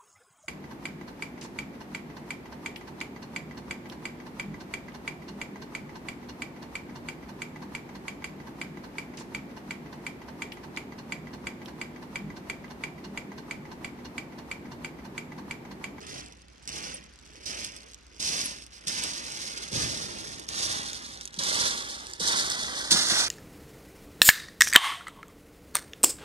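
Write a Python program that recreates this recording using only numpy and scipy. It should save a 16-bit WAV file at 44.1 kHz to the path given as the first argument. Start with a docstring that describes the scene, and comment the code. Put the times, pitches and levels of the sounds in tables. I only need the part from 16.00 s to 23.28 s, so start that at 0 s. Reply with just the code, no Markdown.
"""A shingle beach, with someone walking up it towards the microphone from the right.
Each step is a grind of thousands of tiny stone contacts in three sizes, its level shaped by heel, sole and drag.
Single stones click as short decaying rings with noise, some squeak as falling chirps, and the boot's
weight thuds as damped low sines. Filtered noise makes a faint wash of sea; a wavering sine is a far engine."""
import sys
import numpy as np
from scipy import signal
from scipy.fft import rfft, irfft, next_fast_len
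from scipy.io import wavfile
from scipy.ndimage import uniform_filter1d, map_coordinates

SR = 44100
rng = np.random.default_rng(int(sys.argv[2]) if len(sys.argv) > 2 else 0)


def dump(signal):
    """Clip the signal to [-1, 1] and save it as 16-bit WAV at the path in sys.argv[1]."""
    limited = np.clip(np.atleast_2d(signal).T, -1, 1)
    pcm = np.round(limited * 32767).astype(np.int16)
    wavfile.write(sys.argv[1], SR, pcm)


N = 321209
TIME = np.arange(N) / SR
REFERENCE_DB = -40  # crunch level at which densities and layer levels are set


def gain_of(db):
    """Turns decibels into amplitude."""
    return 10 ** (np.asarray(db) / 20)


def evened(x):
    """Scales a signal to rms 1."""
    return x / np.sqrt(np.mean(x ** 2) + 1e-20)


def follow(rows, column=1):
    """Draws one table column as a curve over every sample."""
    rows = np.asarray(rows)
    return np.interp(TIME, rows[:, 0], rows[:, column])


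def add(mix, start_s, sound):
    """Mixes a two-channel sound in at its start time."""
    part = mix[:, max(round(start_s * SR), 0):][:, :sound.shape[1]]
    part += sound[:, :part.shape[1]]


def colour(x, points, size=2048):
    """Minimum-phase filter through (hz, db) points: no pre-ringing, so attacks stay sharp."""
    hz, db = np.transpose(points)
    bins_hz = abs(np.fft.fftfreq(size, 1 / SR))
    curve_db = np.interp(np.log(bins_hz + 1), np.log(hz), db)
    log_gain = np.log(gain_of(curve_db))
    taps = np.fft.ifft(np.exp(np.conj(signal.hilbert(log_gain)))).real[:size // 2]
    return signal.oaconvolve(x, taps[None], axes=1)[:, :x.shape[1]]


def wander(rate_hz, size=N):
    """Smooth random movement of rms 1: white noise rolled off steeply above rate_hz."""
    length = next_fast_len(size)
    hz = np.fft.rfftfreq(length, 1 / SR)
    spectrum = rfft(rng.standard_normal(length)) / (1 + (hz / rate_hz) ** 2) ** 2
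    return evened(irfft(spectrum, length)[:size])


# spectrum of the sea's wash: hz, gain_db
SEA_COLOUR = [(20, -37), (45, 7), (70, 4), (100, -8), (250, -15), (600, -18.5), (1500, -12.5),
              (2500, -16.5), (4000, -17.5), (6000, -17), (10000, -41), (16000, -59)]


def sea():
    """Wash of the sea: coloured noise, partly shared by the two channels, swelling slowly."""
    shared, *own = rng.standard_normal((3, N))
    wash = evened(colour(shared + np.array(own), SEA_COLOUR))
    return wash * gain_of(-62.5 + 1.8 * wander(3))


# the far engine's tone: pitch_hz, level_db (rms)
ENGINE_TONE = [(59.2, -59)]


def engine_drone():
    """Far engine: one low tone whose strength and phase waver at random."""
    pitch_hz, level_db = ENGINE_TONE[0]
    waver = 1 + .5 * wander(35) + .5j * wander(34)
    tone = (waver * np.exp(2j * np.pi * pitch_hz * TIME)).real
    return evened(tone) * gain_of(level_db)


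STRIKE_S, HEEL_FALL_DB_PER_S = 0.006, 144  # the heel bites, and its burst dies away
ROLL_IN_DB = 11.5  # the sole rolls on from at least this far below full weight; the drag from exactly this
RELEASE_DB_PER_S, LIFT_DB_PER_S = 128, 119.5  # the sole unloads; the drag dies as the boot lifts
SCUFF_DB, SCUFF_SLOPE_DB_PER_S = -18, 132  # brush of the top stones, relative to the heel; both sides of landing


def footfall(t, heel_db, weight_db, on_s, off_s, drag_db, drag_db_per_s, lift_s):
    """Crunch power t seconds after landing: scuff, heel strike, sole rolling on and off, drag and lift."""
    landed = np.maximum(t, 0)
    unloading = np.maximum(t - off_s, 0)
    lifting = np.maximum(t - lift_s, 0)
    scuff = heel_db + SCUFF_DB - SCUFF_SLOPE_DB_PER_S * abs(t)
    heel = heel_db - HEEL_FALL_DB_PER_S * landed
    roll_in_db = max(ROLL_IN_DB, weight_db - heel_db)
    sole = weight_db - roll_in_db * np.maximum(1 - landed / on_s, 0) - RELEASE_DB_PER_S * unloading
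    drag = drag_db - ROLL_IN_DB * np.maximum(1 - landed / off_s, 0)
    drag = drag - drag_db_per_s * unloading - LIFT_DB_PER_S * lifting
    bite = np.minimum(landed / STRIKE_S, 1)
    return gain_of(scuff) ** 2 + bite ** 2 * (gain_of([heel, sole, drag]) ** 2).sum(0)


SETTLE_FAR_DB, SETTLE_GROWTH_DB_PER_S = -72, 2.56  # stones keep settling, louder as the walker nears
# level at the reference crunch, and dB per dB of crunch
STONES_DB, STONES_SHARE = -45, 0.76
BED_DB, BED_SHARE = -50, 0.55
STONES_LAG_S = 0.009  # larger stones take a moment to get moving
# footfalls and light shifts of weight: start_s, heel_db, weight_db, then after the start: weight_on_s,
# weight_off_s; drag_db, drag_fade_db_per_s, lift_s (after start), extra_stones_db, extra_bed_db
STEPS = [(0.0, -47.5, -45.5, 0.12, 0.18, -65, 16, 0.52, 3, 6),
         (0.673, -39.5, -41, 0.085, 0.23, -79, 30, .42, 2, 3),
         (1.219, -65, -66, 0.14, 0.26, -54.5, 20, 0.28, 3, 3),
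         (1.453, -38.5, -37.5, 0.035, 0.16, -45.5, 41, 0.44, 0, -0.5),
         (2.193, -34, -30.5, 0.092, 0.22, -38, 51, 0.36, -1.5, -1),
         (2.705, -54, -54.5, .04, 0.058, -64, 20, .12, 0, -5.5),
         (2.865, -31.5, -31.5, 0.12, 0.18, -39.5, 1.5, 0.79, 0.5, -1.5),
         (3.711, -38.5, -29, 0.061, 0.11, -34.5, 19, 0.69, 0, 4.5),
         (4.48, -37.5, -32, 0.11, 0.3, -38.5, 23.5, 0.71, 0, -0.5),
         (5.385, -29.5, -26.5, 0.12, .27, -31.5, 37.5, 0.73, 1, -2),
         (6.195, -33, -26, 0.083, 0.16, -31, 8, 0.65, 1, -1.5),
         (6.904, -20, -26, 0.02, 0.07, -26.5, 18, .2, -1.5, -2),
         (7.093, -24.5, -25, 0.019, 0.11, -33, 20, .3, 1.5, -5.5)]


def walk(hop=16):
    """Levels in dB of pebbles, larger stones and deep bed; heavier layers follow the crunch less than fully."""
    t = TIME[::hop]
    powers = np.array([footfall(t - start_s, *shape) for start_s, *shape, _, _ in STEPS])
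    settling = gain_of(SETTLE_FAR_DB + SETTLE_GROWTH_DB_PER_S * t) ** 2
    total = settling + powers.sum(0)
    crunch_db = 10 * np.log10(total)
    # each step's extras count by its share of the power
    extra_stones, extra_bed = np.array(STEPS)[:, -2:].T @ powers / total
    effort = crunch_db - REFERENCE_DB
    keep = np.exp(-hop / (STONES_LAG_S * SR))
    lagging = signal.lfilter([1 - keep], [1, -keep], effort - effort[0]) + effort[0]
    stones_db = STONES_DB + STONES_SHARE * lagging + extra_stones
    bed_db = BED_DB + BED_SHARE * effort + extra_bed
    return [np.interp(TIME, t, db) for db in (crunch_db, stones_db, bed_db)]


def contacts(low_hz, high_hz, ring_s, crack, spread_ms, count=1200, size=256):
    """Bank of stone knocks (2, count, size): a crack, three short modes and chatter, each at its own place."""
    t = np.arange(size) / SR
    pitch = low_hz * (high_hz / low_hz) ** rng.random((3, count, 1))
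    ring = ring_s * np.exp(rng.standard_normal((3, count, 1)) / 2)
    knock = (np.sin(2 * np.pi * pitch * t) * np.exp(-t / ring)).sum(0)
    knock += crack * (t == 0)
    knock += 0.09 * crack * rng.standard_normal((count, size)) * np.exp(-t / 0.003)
    # place comes from a small time difference between the channels
    offset_s = spread_ms * rng.standard_normal((count, 1)) / 1000
    delay_s = 12 / SR + np.array([offset_s, -offset_s]) / 2
    turn = np.exp(-2j * np.pi * np.fft.rfftfreq(size, 1 / SR) * delay_s)
    return irfft(rfft(knock) * turn, size)


def grind(level_db, knocks, spectrum, per_s, crowding, scatter_db, clump_db, hold_s):
    """A shower of contacts: the harder the boot presses, the more stones slip, in small avalanches."""
    rate = per_s * gain_of(crowding * (level_db - REFERENCE_DB))
    at = np.flatnonzero(rng.random(N) < np.minimum(rate / SR, 1 / 4))
    which = rng.integers(0, knocks.shape[1], len(at))
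    size = gain_of(scatter_db * np.minimum(rng.exponential(1, len(at)), 4))
    size = size * rng.choice([-1, 1], len(at))
    places = (at[:, None] + np.arange(knocks.shape[2])).ravel()
    shower = np.array([np.bincount(places, (side[which] * size[:, None]).ravel(), N)[:N] for side in knocks])
    shower = colour(shower, spectrum) * gain_of(clump_db * wander(88))
    # even out the level over hold_s, then impose the wanted one
    power = abs(uniform_filter1d((shower ** 2).mean(0), int(hold_s * SR) + 1))
    return shower / np.sqrt(power + power.mean() / 1000) * gain_of(level_db)


SLIP_DB, SLIP_HZ = 2, 24.7  # the footing gives in uneven slips
# spectra of small pebbles, larger stones and the deep bed: hz, gain_db
PEBBLE_COLOUR = [(800, -86), (1500, -22.5), (2700, -8.5), (3400, -5), (4300, 1), (5400, 5), (6400, 2.5),
                 (7300, -5), (8800, -3), (10000, -5.5), (12000, -15), (13200, -67), (15800, -64)]
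STONE_COLOUR = [(100, -78), (250, -15.5), (550, -5.5), (1050, -6.5), (1550, -0.5), (2100, 3), (2700, 3.5),
                (3400, 0.5), (5000, -33), (10000, -88)]
BED_COLOUR = [(35, -32), (75, -2), (130, -0.5), (220, 1.5), (330, 1.5), (450, -2), (600, -4.5),
              (1100, -11.5), (4000, -103)]


def shingle(crunch_db, stones_db, bed_db):
    """Small pebbles crunch on top, larger stones knock below, and the deep bed gives way."""
    slipping_db = crunch_db + SLIP_DB * wander(SLIP_HZ)
    small = grind(slipping_db, contacts(2516, 9544, ring_s=0.0022, crack=14.8, spread_ms=0.035), PEBBLE_COLOUR,
                  per_s=1700, crowding=.85, scatter_db=1.0, clump_db=-0.45, hold_s=0.03)
    large = grind(stones_db, contacts(516, 4890, ring_s=0.00088, crack=11.2, spread_ms=0.02), STONE_COLOUR,
                  per_s=4000, crowding=.3, scatter_db=1.0, clump_db=0.78, hold_s=.1)
    deep = grind(bed_db, contacts(204, 1260, ring_s=0.00036, crack=3.3, spread_ms=0.27), BED_COLOUR,
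                 per_s=1500, crowding=0.22, scatter_db=0.0, clump_db=-2.4, hold_s=0.036)
    return small + large + deep


LOOSE_PER_S, LOOSE_LOW_HZ, LOOSE_HIGH_HZ = 20, 4700, 6800  # stray pebbles off the boot, and their ring range
# level at the reference crunch, dB per dB of crunch, and scatter either way
LOOSE_DB, LOOSE_SHARE, LOOSE_SCATTER_DB = -43.5, .55, 6


def loose_stones(crunch_db, count=400):
    """Stray pebbles tumble at random, harder while the boot works: rows of start_s, level_db, ring_hz."""
    wait, size, pitch = rng.random((count, 3)).T
    times = np.cumsum(-np.log(1 - wait)) / LOOSE_PER_S
    effort = np.interp(times, TIME, crunch_db) - REFERENCE_DB
    level_db = LOOSE_DB + LOOSE_SHARE * effort + LOOSE_SCATTER_DB * (2 * size - 1)
    ring_hz = LOOSE_LOW_HZ + (LOOSE_HIGH_HZ - LOOSE_LOW_HZ) * pitch
    return np.transpose([times, level_db, ring_hz])[times < TIME[-1]]


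CLICK_COLOUR = [(400, -26), (2500, -1), (4300, 5.0), (6500, 4.5), (9000, 4.5),
                (12000, -12.5), (13400, -17), (15500, -40)]  # hz, gain_db
# single stones that snap together: start_s, level_db (rms of the first 3 ms), ring_hz
STONE_SNAPS = [(0.261, -44, 6000), (0.3238, -48, 5750), (0.676, -32, 4360), (0.6916, -33.5, 5660),
               (1.1891, -50, 4900), (1.3564, -47, 5870), (1.4575, -48, 5140), (1.6466, -30, 5170),
               (1.7645, -40, 5140), (1.9345, -45, 6400), (1.945, -40, 6800), (2.2163, -33, 5000),
               (2.2267, -27, 6070), (2.3797, -35, 5000), (2.6223, -42, 5550), (2.665, -43.5, 5500),
               (2.8722, -35, 4900), (2.8809, -24.5, 5330), (3.0372, -25, 5500), (3.5769, -32, 4840),
               (4.397, -37, 6900), (4.489, -28, 5300), (4.932, -31.5, 6800), (5.211, -33.5, 5840),
               (5.2544, -31.5, 6700), (5.2757, -36, 6060), (5.342, -37.5, 6000), (5.3892, -45, 5800),
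               (5.4363, -26, 5600), (5.4963, -34, 4760), (6.069, -36, 5440), (6.1132, -43, 6270),
               (6.1353, -31.5, 5300), (6.206, -45, 5140), (6.5007, -25, 6640), (6.9108, -20.5, 5970),
               (6.916, -15.5, 5140), (6.971, -23, 6060), (7.0866, -24, 5540)]


def clicks(rows):
    """A hard contact briefly rings a stone and rattles its neighbours; a harder blow rattles longer."""
    out, t = np.zeros((2, N)), np.arange(1024) / SR
    for start_s, level_db, ring_hz in rows:
        ring = .6 * np.sin(2 * np.pi * ring_hz * t) * np.exp(-t / .0005)
        rattle_s = .0008 * gain_of(.6 * max(level_db + 33, 0))
        fading = np.exp(-t / rattle_s) + 0.023 * np.exp(-t / 0.0015)
        rattle = rng.standard_normal(len(t)) * fading
        click = colour((ring + rattle)[None], CLICK_COLOUR)
        onset_rms = np.sqrt(np.mean(click[0, :round(.003 * SR)] ** 2))
        add(out, start_s, np.vstack([click, click]) / onset_rms * gain_of(level_db))
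    return out


# stones skidding over each other: start_s, peak_db, pitch_hz (near the start of the fall)
STONE_SQUEAKS = [(0.94, -32, 9000), (2.4408, -38, 11150), (2.4535, -27.5, 10200)]


def squeaks():
    """Stick and slip between two smooth stones: a short, jittery falling whistle."""
    out, t = np.zeros((2, N)), np.arange(1024) / SR
    for start_s, peak_db, pitch_hz in STONE_SQUEAKS:
        pitch = pitch_hz * (1.01 - 2.5 * t + 0.025 * rng.standard_normal(len(t)))
        chirp = np.sin(2 * np.pi * np.cumsum(pitch) / SR) * t * np.exp(-t / 0.0047)
        add(out, start_s, np.array([chirp, chirp]) / abs(chirp).max() * gain_of(peak_db))
    return out


# the boot's weight landing in the bed: start_s, peak_db, decay_s, final_hz (centre of the wavering pitch)
BOOT_THUDS = [(2.864, -44, 0.035, 119.4), (3.723, -36, 0.06, 120), (3.765, -34.5, 0.046, 80.4),
              (3.835, -36.5, 0.071, 91.3), (5.377, -35.5, 0.011, 138), (6.2, -34.5, 0.013, 120),
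              (6.914, -30, 0.02, 152), (6.943, -28, 0.006, 80), (7.117, -31.5, 0.0084, 299)]


def thuds():
    """The boot's weight lands: a damped, uneven push that falls in pitch as the bed packs."""
    out, t = np.zeros((2, N)), np.arange(8192) / SR
    for start_s, peak_db, decay_s, final_hz in BOOT_THUDS:
        falling_hz = final_hz + 200 * np.exp(-t / 0.009)
        hz = falling_hz * np.exp(0.406 * wander(104, size=len(t)))
        swell = (1 - np.exp(-t / 0.0031)) * np.exp(-t / decay_s)
        push = np.sin(2 * np.pi * np.cumsum(hz) / SR) * swell
        add(out, start_s, np.array([push, push]) / abs(push).max() * gain_of(peak_db))
    return out


# the walker's path: start_s, left_lag_ms (above the bass), nearness (no unit, 0 far and 1 near)
PATH = [(0, 0.39, 0.2), (1.6, .37, 0), (4.1, 0.34, 0.45), (4.7, 0.31, 0.7), (5.5, 0.27, 0.79),
        (6.85, 0.21, 1), (6.91, 0.13, 1.07), (7.28, 0.14, 0.6)]
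# tint of the steps at nearness 1: hz, gain_db
NEAR_TINT = [(300, -0.5), (700, 0), (1050, 6), (1500, 6), (1950, 2), (2600, -11.5), (3500, 5.5),
             (5500, -3.5), (8000, 1), (12000, -0.5)]


def approach(x):
    """The colour of the steps shifts as the path to the microphone shortens and steepens."""
    nearness = follow(PATH, column=2)
    return x + nearness * (colour(x, NEAR_TINT) - x)


def beach(x, count=60):
    """The stony ground scatters a short, weak tail, a new one for each place along the way."""
    t, out = np.arange(3000) / SR, x.copy()
    for stretch in np.array_split(np.arange(N), count):
        # falls 60 dB in 37 ms, after a 1 ms gap
        tail = rng.standard_normal((2, len(t))) * gain_of(-60 * t / 0.037) * (t > .001)
        scattered = signal.oaconvolve(x[:, stretch], tail / np.linalg.norm(tail[0]), axes=1)
        add(out, TIME[stretch[0]], gain_of(-9.5) * scattered)
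    return out


# shading between the channels: hz, left_minus_right_db
LEFT_SHADE = [(100, -1), (400, -2.5), (950, -6), (1600, 0.5), (2800, 0.1), (3900, -0.9), (5600, -5.5),
              (7500, -2), (9500, 0.5)]


def from_the_right(x):
    """The left channel hears the steps later and shaded; the lag follows the path and is wider in the bass."""
    lag = follow(PATH) * SR / 1000  # in samples
    bass = signal.sosfiltfilt(signal.butter(2, 1100, fs=SR, output="sos"), x[0])
    bands = [(bass, 1.59 * lag), (x[0] - bass, lag)]
    left = sum(map_coordinates(band, [np.arange(N) - delay], order=3) for band, delay in bands)
    size = next_fast_len(N)
    shade_db = np.interp(np.fft.rfftfreq(size, 1 / SR), *np.transpose(LEFT_SHADE))
    return irfft(rfft([left, x[1]], size) * gain_of([shade_db / 2, -shade_db / 2]), size)[:, :N]


def scene():
    """All that the boots stir up, placed on the beach, over the sea and the far engine."""
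    crunch_db, stones_db, bed_db = walk()
    steps = approach(shingle(crunch_db, stones_db, bed_db))
    snaps = clicks(STONE_SNAPS) + clicks(loose_stones(crunch_db))
    stirred = steps + snaps + squeaks() + thuds()
    return from_the_right(beach(stirred)) + sea() + engine_drone()


def record(dry):
    """The microphone's low cut at 38 Hz, then the band limit at 15.8 kHz."""
    cut = signal.sosfilt(signal.butter(4, 38, "high", fs=SR, output="sos"), dry)
    band_limit = signal.firwin(511, 15800, window=("kaiser", 9), fs=SR)
    return signal.oaconvolve(cut, band_limit[None], "same")


dry = scene()
out = record(dry)
dump(out)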